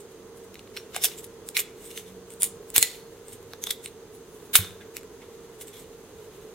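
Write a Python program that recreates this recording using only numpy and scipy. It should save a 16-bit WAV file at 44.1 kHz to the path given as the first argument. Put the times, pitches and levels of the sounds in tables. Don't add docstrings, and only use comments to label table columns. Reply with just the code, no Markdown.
import sys
import numpy as np
from scipy import signal
from scipy.fft import rfft, irfft, next_fast_len
from scipy.io import wavfile
from scipy.ndimage import uniform_filter1d, map_coordinates

SR = 44100
rng = np.random.default_rng(int(sys.argv[2]) if len(sys.argv) > 2 else 0)


def voltage_ratio(decibels):
    exponent = np.asarray(decibels, float) / 20
    return 10 ** exponent


def generate_wav(signal):
    frames = np.transpose(np.atleast_2d(signal))
    scaled = np.clip(frames, -1, 1) * 32767
    pcm = np.round(scaled).astype(np.int16)
    wavfile.write(sys.argv[1], SR, pcm)


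N = 288414

# centre in Hz, width in Hz, level in dB.
PART_MODES = [(2154, 570, -1), (2932, 190, 3), (3600, 450, 0.5), (4300, 130, -0.5)]
# centre in Hz, width in Hz, level in dB.
JAW_MODES = [(5130, 1100, -6.5), (6500, 990, 0.5), (7700, 1900, -1.5), (8890, 180, 3), (9580, 610, -2.5),
             (10930, 760, 1.5), (11820, 1700, 0), (14150, 1200, 0.5), (14930, 1500, -2)]


def unit(x):
    return x / np.sqrt(np.mean(x ** 2) + 1e-20)


def along(points, hz):
    point_hz, value = np.transpose(points)
    return np.interp(np.log(hz + 1), np.log(point_hz + 1), value)


def wobble(rate_hz):
    at = np.arange(0, N + 64, 64)
    knots = rng.standard_normal(int(N * rate_hz / SR) + 4)
    return np.interp(np.arange(N), at, map_coordinates(knots, [at * rate_hz / SR]))


def filtered(x, response):
    size = next_fast_len(x.shape[-1] + 4096)
    spectrum = rfft(x, size) * response(np.fft.rfftfreq(size, 1 / SR))
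    return irfft(spectrum, size)[..., :x.shape[-1]]


def modes(table, hz):
    total = 0
    for k, (centre_hz, width_hz, db) in enumerate(table):
        damping = 1j * hz * width_hz
        total = total + (-1) ** k * voltage_ratio(db) * damping / (centre_hz ** 2 - hz ** 2 + damping)
    return total


def small(hz, corner_hz):
    return (1j * hz / (corner_hz + 1j * hz)) ** 2


def add(track, start_s, sound):
    start = round(start_s * SR)
    track[..., start:start + sound.shape[-1]] += sound


def clicks():
    # time in seconds, peak in dB, ring in Hz, body level in dB.
    snaps = [(.5544, -36, 3700, -1.5), (.5926, -33, 2980, -3), (.6739, -46.5, 2010, -3),
             (.7664, -27, 5240, -4.5), (.7713, -19.5, 3350, -5.5), (1.1195, -44.5, 6000, -1),
             (1.5675, -1, 2250, -11), (1.5912, -11, 6900, -9.5), (1.9755, -20.5, 7900, -9),
             (2.3037, -27, 8300, -20), (2.7586, -15, 2500, -3.5), (3.859, -20, 8900, -11),
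             (4.5535, -8, 9900, -1.5),]
    # time in seconds, peak in dB, ring in Hz, body level in dB.
    ticks = [(.5427, -32.5, 2950, -8.5), (1.2426, -39, 9550, 0.5), (1.038, -14, 2850, -2.5),
             (1.0435, -7, 7950, -6), (1.266, -46, 12500, 0), (1.488, -21.5, 8200, -5),
             (1.5744, -16, 8100, -6), (1.5944, -14, 12900, -6), (1.603, -16.5, 8900, -6),
             (1.9053, -31, 3050, -10), (2.3371, -30.5, 8700, -23), (2.4206, -11.5, 9250, -9),
             (2.4315, 3, 9150, -27.5), (2.4415, -12.5, 9100, -11), (2.4511, -25, 9240, -14.5),
             (2.702, -25.5, 8800, -10), (2.762, 2, 14100, -9), (2.7683, -11.5, 8520, -8.5),
             (2.7798, 2.5, 9200, -6.5), (2.8266, -1.5, 8400, -2), (3.2827, -30, 8340, -29),
             (3.3277, -34, 8830, -24), (3.428, -47, 13500, -3), (3.6385, -10, 6400, -13.5),
             (3.7052, -10, 3600, -12.5), (3.7088, -11, 3600, -10), (4.9672, -26, 2460, 0.5),
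             (5.6718, -41, 8260, -7)]
    # time in seconds, peak in dB, ring in Hz, body level in dB.
    knocks = [(.772, -37.5, 1040, -3.5), (1.045, -22.5, 700, -5.5), (.7984, -39, 5530, -10),
              (.9458, -33.5, 3470, -2), (.9629, -18.5, 8060, -8), (1.0844, -26, 4590, -16),
              (3.5341, -27, 3600, -10), (3.6702, -18.5, 3500, -18), (3.6925, -30.5, 3710, -11.5),
              (4.5874, -17.5, 12700, -15.5), (4.6064, -22.5, 3900, -17), (4.6453, -26.5, 3860, -12),
              (4.7064, -40.5, 8000, -8), (5.0105, -38, 6970, -20), (5.0315, -42, 7740, -6),
              (5.6114, -36.5, 9600, -7.5)]
    # centre in Hz, width in Hz, level in dB.
    board_modes = [(700, 320, 1.5), (1145, 110, 5), (1585, 290, 3)]
    contacts = ((snaps, (-3, 13.5, -4)), (ticks, (-9, 2.5, 8)), (knocks, (16, 12, 5)))
    track = np.zeros((2, N + SR))
    t = np.arange(SR // 40) / SR
    for table, (board_db, part_db, jaws_db) in contacts:
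        for start_s, peak_db, ring_hz, body_db in table:
            shared = rng.standard_normal(len(t))
            own = rng.standard_normal((2, len(t)))
            crack = (np.sign(shared) + .3 * own) * voltage_ratio(-60 * t / .005)
            crack[:, 0] = 7

            def body(hz):
                board = voltage_ratio(board_db) * modes(board_modes, hz) * small(hz, corner_hz=600)
                part = voltage_ratio(part_db) * modes(PART_MODES, hz) * small(hz, corner_hz=1304)
                jaws = voltage_ratio(jaws_db) * modes(JAW_MODES, hz)
                ring = voltage_ratio(3.5) * modes([(ring_hz, ring_hz / 9, 0)], hz)
                return voltage_ratio(body_db) * (board + part + jaws) + ring

            add(track, start_s + .0006, voltage_ratio(peak_db - 2.5) * filtered(crack, body))
    return track[:, :N]


def grit(rate_hz, spread_db):
    size = voltage_ratio(spread_db * np.minimum(rng.exponential(size=N), 3))
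    slips = (rng.random(N) < rate_hz / SR) * size * rng.standard_normal(N)
    return unit(unit(slips) + 0.79 * rng.standard_normal((2, N)))


def tears():
    # peak time in seconds, peak in dB, resonance in Hz, t60 in seconds, tilt in dB per octave.
    splits = [(0.9632, -26, 855, .028, -1.5), (1.047, -24, 732, .071, 4.5), (1.571, -19.5, 2340, 0.08, 2),
              (1.598, -24.5, 13100, 0.066, -1.5), (2.435, -24, 8940, .14, 2.5),
              (2.764, -25, 4200, .16, -6.5), (2.783, -23, 9070, 0.071, 13.5),
              (2.827, -19.5, 4100, .069, 2.5), (2.87, -40, 4300, .46, -1.5), (3.718, -43, 12000, 0.2, 18.5),
              (3.875, -45.5, 4000, .06, -1), (4.546, -32, 6500, .1, 0.5),
              (4.5543, -10.5, 1454, 0.016, -5.5), (4.5555, -4, 9920, 0.018, 6), (4.559, -11, 6500, .05, 2),
              (4.566, -19.5, 13000, 0.11, 14.5), (4.6, -35.5, 3600, 0.38, -1.5),
              (4.812, -51, 795, .14, -13), (5.219, -51.5, 900, 0.18, -9)]
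    # peak time in seconds, peak in dB, resonance in Hz, t60 in seconds.
    scuffs = [(.005, -48, 8200, .1), (.12, -56, 9000, .07), (.375, -51.5, 9000, .1), (.44, -53.5, 8000, .1),
              (.775, -45, 3000, 0.15), (0.961, -35, 700, 0.12), (1.04, -30, 5380, 0.15),
              (1.05, -21.5, 6050, 0.071), (1.186, -37.5, 7700, 0.11), (1.243, -38, 9580, 0.039),
              (1.86, -45, 8300, 0.38), (1.911, -44.5, 2800, 0.062), (1.977, -37.5, 6170, .15),
              (2.08, -50.5, 3600, 0.11), (2.319, -47, 8600, .16), (2.412, -38, 7900, 0.049),
              (3.29, -48.5, 8380, .16), (3.332, -42.5, 8600, .1), (3.669, -31, 3500, .04),
              (3.7092, -22.5, 3620, 0.024), (3.847, -39.5, 8400, .1), (4.15, -52, 10300, 0.16),
              (4.35, -55.5, 10330, 0.28), (4.455, -53.5, 10600, .1), (4.969, -42, 2400, 0.084),
              (5.616, -37, 8900, 0.087), (5.682, -43, 8200, .085), (5.739, -49.5, 3480, 0.094),
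              (5.77, -49, 3430, .15), (5.8, -49, 8170, .16)]
    # rise time over t60, prominence of the resonance in dB
    events = [(*row, 0.061, 12) for row in splits]
    for row in scuffs:
        tilt_db = -0.3 + 1.8 * np.log2(row[2] / 5000)
        events.append((*row, tilt_db, .22, 8))

    track = np.zeros((2, N + 2 * SR))
    t = np.arange(SR * 2 // 5) / SR - .1
    slips = np.pad(grit(rate_hz=2500, spread_db=-1.5), ((0, 0), (SR, SR)), "reflect")
    bodies = filtered(slips, lambda hz: (modes(PART_MODES, hz) + modes(JAW_MODES, hz))
                      * small(hz, corner_hz=1188))
    for peak_s, peak_db, centre_hz, t60_s, tilt_db, rise, ring_db in events:
        start_s = peak_s + .9

        def colour(hz):
            tilt = voltage_ratio(tilt_db * np.log2(hz / 5000 + 0.083))
            ring = voltage_ratio(ring_db) * modes([(centre_hz, 0.038 * centre_hz, 0)], hz)
            return np.array([[tilt], [ring]])

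        start = round(start_s * SR)
        pair = np.array([x[:, start:start + len(t)] for x in (bodies, slips)])
        sound = unit(filtered(pair, colour).sum(axis=0))
        shape_db = np.where(t < 0, 20 * t / (rise * t60_s), -60 * t / t60_s)
        add(track, start_s, voltage_ratio(peak_db + shape_db) * sound)
    return track[:, SR:SR + N]


def rings():
    # start in seconds, frequency in Hz, level in dB, t60 in seconds.
    free_rings = [(2.83, 1990, -30.5, 0.16), (.773, 5600, -39.5, 0.097), (3.669, 3550, -25.5, 0.033),
                  (3.707, 3500, -20.5, 0.042), (.963, 744, -18.5, 0.019), (1.57, 3400, -41, 0.31),
                  (3.707, 6500, -49, 0.069), (3.707, 4700, -40, .09), (4.808, 1620, -44, 0.1),
                  (4.5545, 760, -17.5, 0.016), (4.5545, 1000, -19, 0.018), (4.556, 2920, -47, 0.13),
                  (4.556, 4000, -35.5, 0.14), (2.433, 5700, -46, .08), (3.639, 4800, -51, .04)]
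    # start in seconds, frequency in Hz, level in dB, t60 in seconds.
    thuds = [
        (4.588, 97, -17.5, 0.13),
        (4.592, 178, -29.5, 0.13),
        (2.78, 100, -21, 0.039),
        (2.781, 455, -13, 0.013),
    ]
    track = np.zeros(N + SR)
    t = np.arange(SR // 2) / SR
    for start_s, hz, db, t60_s in free_rings + thuds:
        drift = np.cumsum(rng.standard_normal(len(t))) * hz * 8e-6
        onset = 1 - np.exp(-t * hz)
        add(track, start_s, voltage_ratio(db - 60 * t / t60_s) * onset * np.sin(2 * np.pi * hz * t + drift))
    return track[:N]


def scrape():
    # time in seconds, level in dB.
    effort = [(0, -62), (.5, -77), (.9, -59), (1.13, -45.5), (1.3, -72), (1.8, -57), (2.05, -51.5),
              (2.2, -65.5), (2.65, -59.5), (2.9, -43), (3.05, -61), (3.5, -56.5), (3.95, -70),
              (4.45, -55.5), (4.7, -57), (4.9, -68.5), (5.55, -56.5), (6.54, -55)]
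    effort_db = np.interp(np.arange(N) / SR, *np.transpose(effort))
    dull_db = -62 + 1.3 * (effort_db + 60.5)
    flutter_db = 3.3 * wobble(40)
    bright = unit(filtered(grit(rate_hz=5500, spread_db=-0.5), lambda hz: modes(JAW_MODES, hz)))
    dull = unit(filtered(grit(rate_hz=840, spread_db=2.5), lambda hz: modes(PART_MODES, hz)))
    return voltage_ratio(effort_db + flutter_db - 8.5) * bright + voltage_ratio(dull_db + flutter_db - 10.5) * dull


def fan():
    # frequency in Hz, level in dB per Hz.
    air_points = [(18, -49.5), (30, -17.5), (184, -14), (287, -15.5), (437, -3.5), (569, -20), (632, -21.5),
                  (702, -23), (1010, -22.5), (2060, -31), (2290, -32.5), (3400, -31), (5740, -34.5),
                  (6380, -32), (16000, -39.5)]
    # frequency in Hz, correlation (-1 to 1).
    alike_points = [(60, 0.89), (180, 0.94), (550, 1), (1650, 0.84), (4970, -0.28), (15000, -0.23)]
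    # frequency in Hz, left minus right in dB.
    lean_points = [(60, -2), (240, -2.5), (950, -2.5), (3770, -1), (15000, 2)]
    # frequency in Hz, level in dB, wander in Hz.
    drone = [(459.7, -50.5, 3.38), (433, -60.5, 8.12), (258.7, -64, 3), (386.6, -61, 20)]
    # centre in Hz, width in Hz, level in dB.
    whine_modes = [(6400, 440, -9.5), (2040, 52.3, -9)]

    def mid_side(hz):
        angle = np.arccos(np.clip(along(alike_points, hz), -1, 1)) / 2
        return voltage_ratio(along(air_points, hz)) * [np.cos(angle), np.sin(angle)]

    mid, side = filtered(rng.standard_normal((2, N)), mid_side)
    air = voltage_ratio(-47.5 + 0.29 * wobble(1.2)) * unit(np.array([mid + side, mid - side]))
    tones = np.zeros(N)
    for hz, db, wander_hz in drone:
        phase = 2 * np.pi * np.cumsum(hz + wander_hz * wobble(13)) / SR
        tones += voltage_ratio(db + 1.3 * wobble(5.4)) * np.sin(phase)
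    whine_noise = filtered(rng.standard_normal((2, N)), lambda hz: modes(whine_modes, hz) ** 2)
    whine = voltage_ratio(-67.5) * unit(whine_noise)
    return filtered(air + tones + whine, lambda hz: voltage_ratio(along(lean_points, hz) * [[.5], [-.5]]))


def traffic():
    # time in seconds, upper tone in dB, lower tone in dB, length in seconds.
    passes = [
        (.51, -49, -52.5, 0.36),
        (1.25, -52.5, -60, 1.6),
        (2.13, -43.5, -59, 0.31),
        (2.48, -48, -52, 0.52),
        (2.8, -52.5, -60.5, 0.37),
        (3.44, -66, -48.5, 0.39),
        (4.62, -44, -47, 0.2),
        (4.74, -46.5, -63, 0.14),
        (6.28, -75, -57, 1.2),
    ]
    pass_s, upper_db, lower_db, length_s = np.transpose(passes)[:, :, None]
    fade_db = -25.5 * np.abs(np.arange(N) / SR - pass_s) / length_s
    total = np.zeros(N)
    for hz, peak_db, steady_db in ((190, upper_db, -67), (98, lower_db, -74)):
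        level_db = np.maximum((peak_db + fade_db).max(axis=0), steady_db)
        tone = np.sin(2 * np.pi * np.cumsum(hz * (1 + .03 * wobble(9))) / SR)
        total += voltage_ratio(level_db - 4.5 + 1.2 * wobble(4.3)) * tone
    return total


def room(x):
    # frequency in Hz, t60 in seconds.
    t60_points = [(300, 0.63), (3500, 0.35), (6000, 0.34), (14000, 0.13)]
    wet = np.zeros((2, N + SR))
    for start in range(0, N, SR // 4):
        hz, t, z = signal.stft(rng.standard_normal((3, SR // 2)), SR, nperseg=256)
        decay = voltage_ratio(-60 * t / along(t60_points, hz)[:, None])
        shared, *own = signal.istft(z * decay, SR, nperseg=256)[1]
        tail = (shared + 0.65 * np.array(own)) / np.linalg.norm(shared)
        add(wet, start / SR + .003, signal.fftconvolve(x[None, start:start + SR // 4], tail, axes=1))
    return wet[:, :N]


def smear(x, noise_db):
    hop_s, first_s = 1024 / 48000, .0075
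    size = 2 * round(hop_s * SR)
    starts_s = first_s + hop_s * np.arange(int(N / SR / hop_s) - 2)
    at = np.round(starts_s * SR).astype(int)[:, None] + np.arange(size)
    window = np.sin(np.pi * (np.arange(size) + .5) / size)
    power = np.abs(rfft(x[:, at] * window)) ** 2
    coarse = np.abs(small(np.fft.rfftfreq(size, 1 / SR), corner_hz=497))
    step = coarse * np.sqrt(np.abs(uniform_filter1d(power, size=16)) / size)
    noise = irfft(step * rfft(rng.standard_normal((2, *at.shape))), size) * window
    return x + voltage_ratio(noise_db) * np.array([np.bincount(at.ravel(), n.ravel(), N) for n in noise])


def scene():
    lead_s = 2e-5
    work = (clicks() + tears()) * voltage_ratio([[-.4], [.4]]) + rings() * voltage_ratio([[-1.2], [1.2]])
    ports = filtered(work, lambda hz: np.exp(1j * np.pi * hz * lead_s * np.array([[1], [-1]])))
    tail = voltage_ratio(-17.5) * room(work.mean(axis=0))
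    return ports + tail + scrape() + fan() + traffic() * voltage_ratio([[-1.1], [1.1]])


def band_limit(x):
    return signal.sosfilt(signal.butter(12, 16430, fs=SR, output="sos"), x)


def record(dry):
    smeared = smear(np.clip(dry, -1, 1), noise_db=-5.5)
    camera = filtered(smeared, lambda hz: np.where(hz < 15850, 1, voltage_ratio(-21)))
    return band_limit(np.clip(camera, -1, 1))


dry = scene()
out = record(dry)
generate_wav(out)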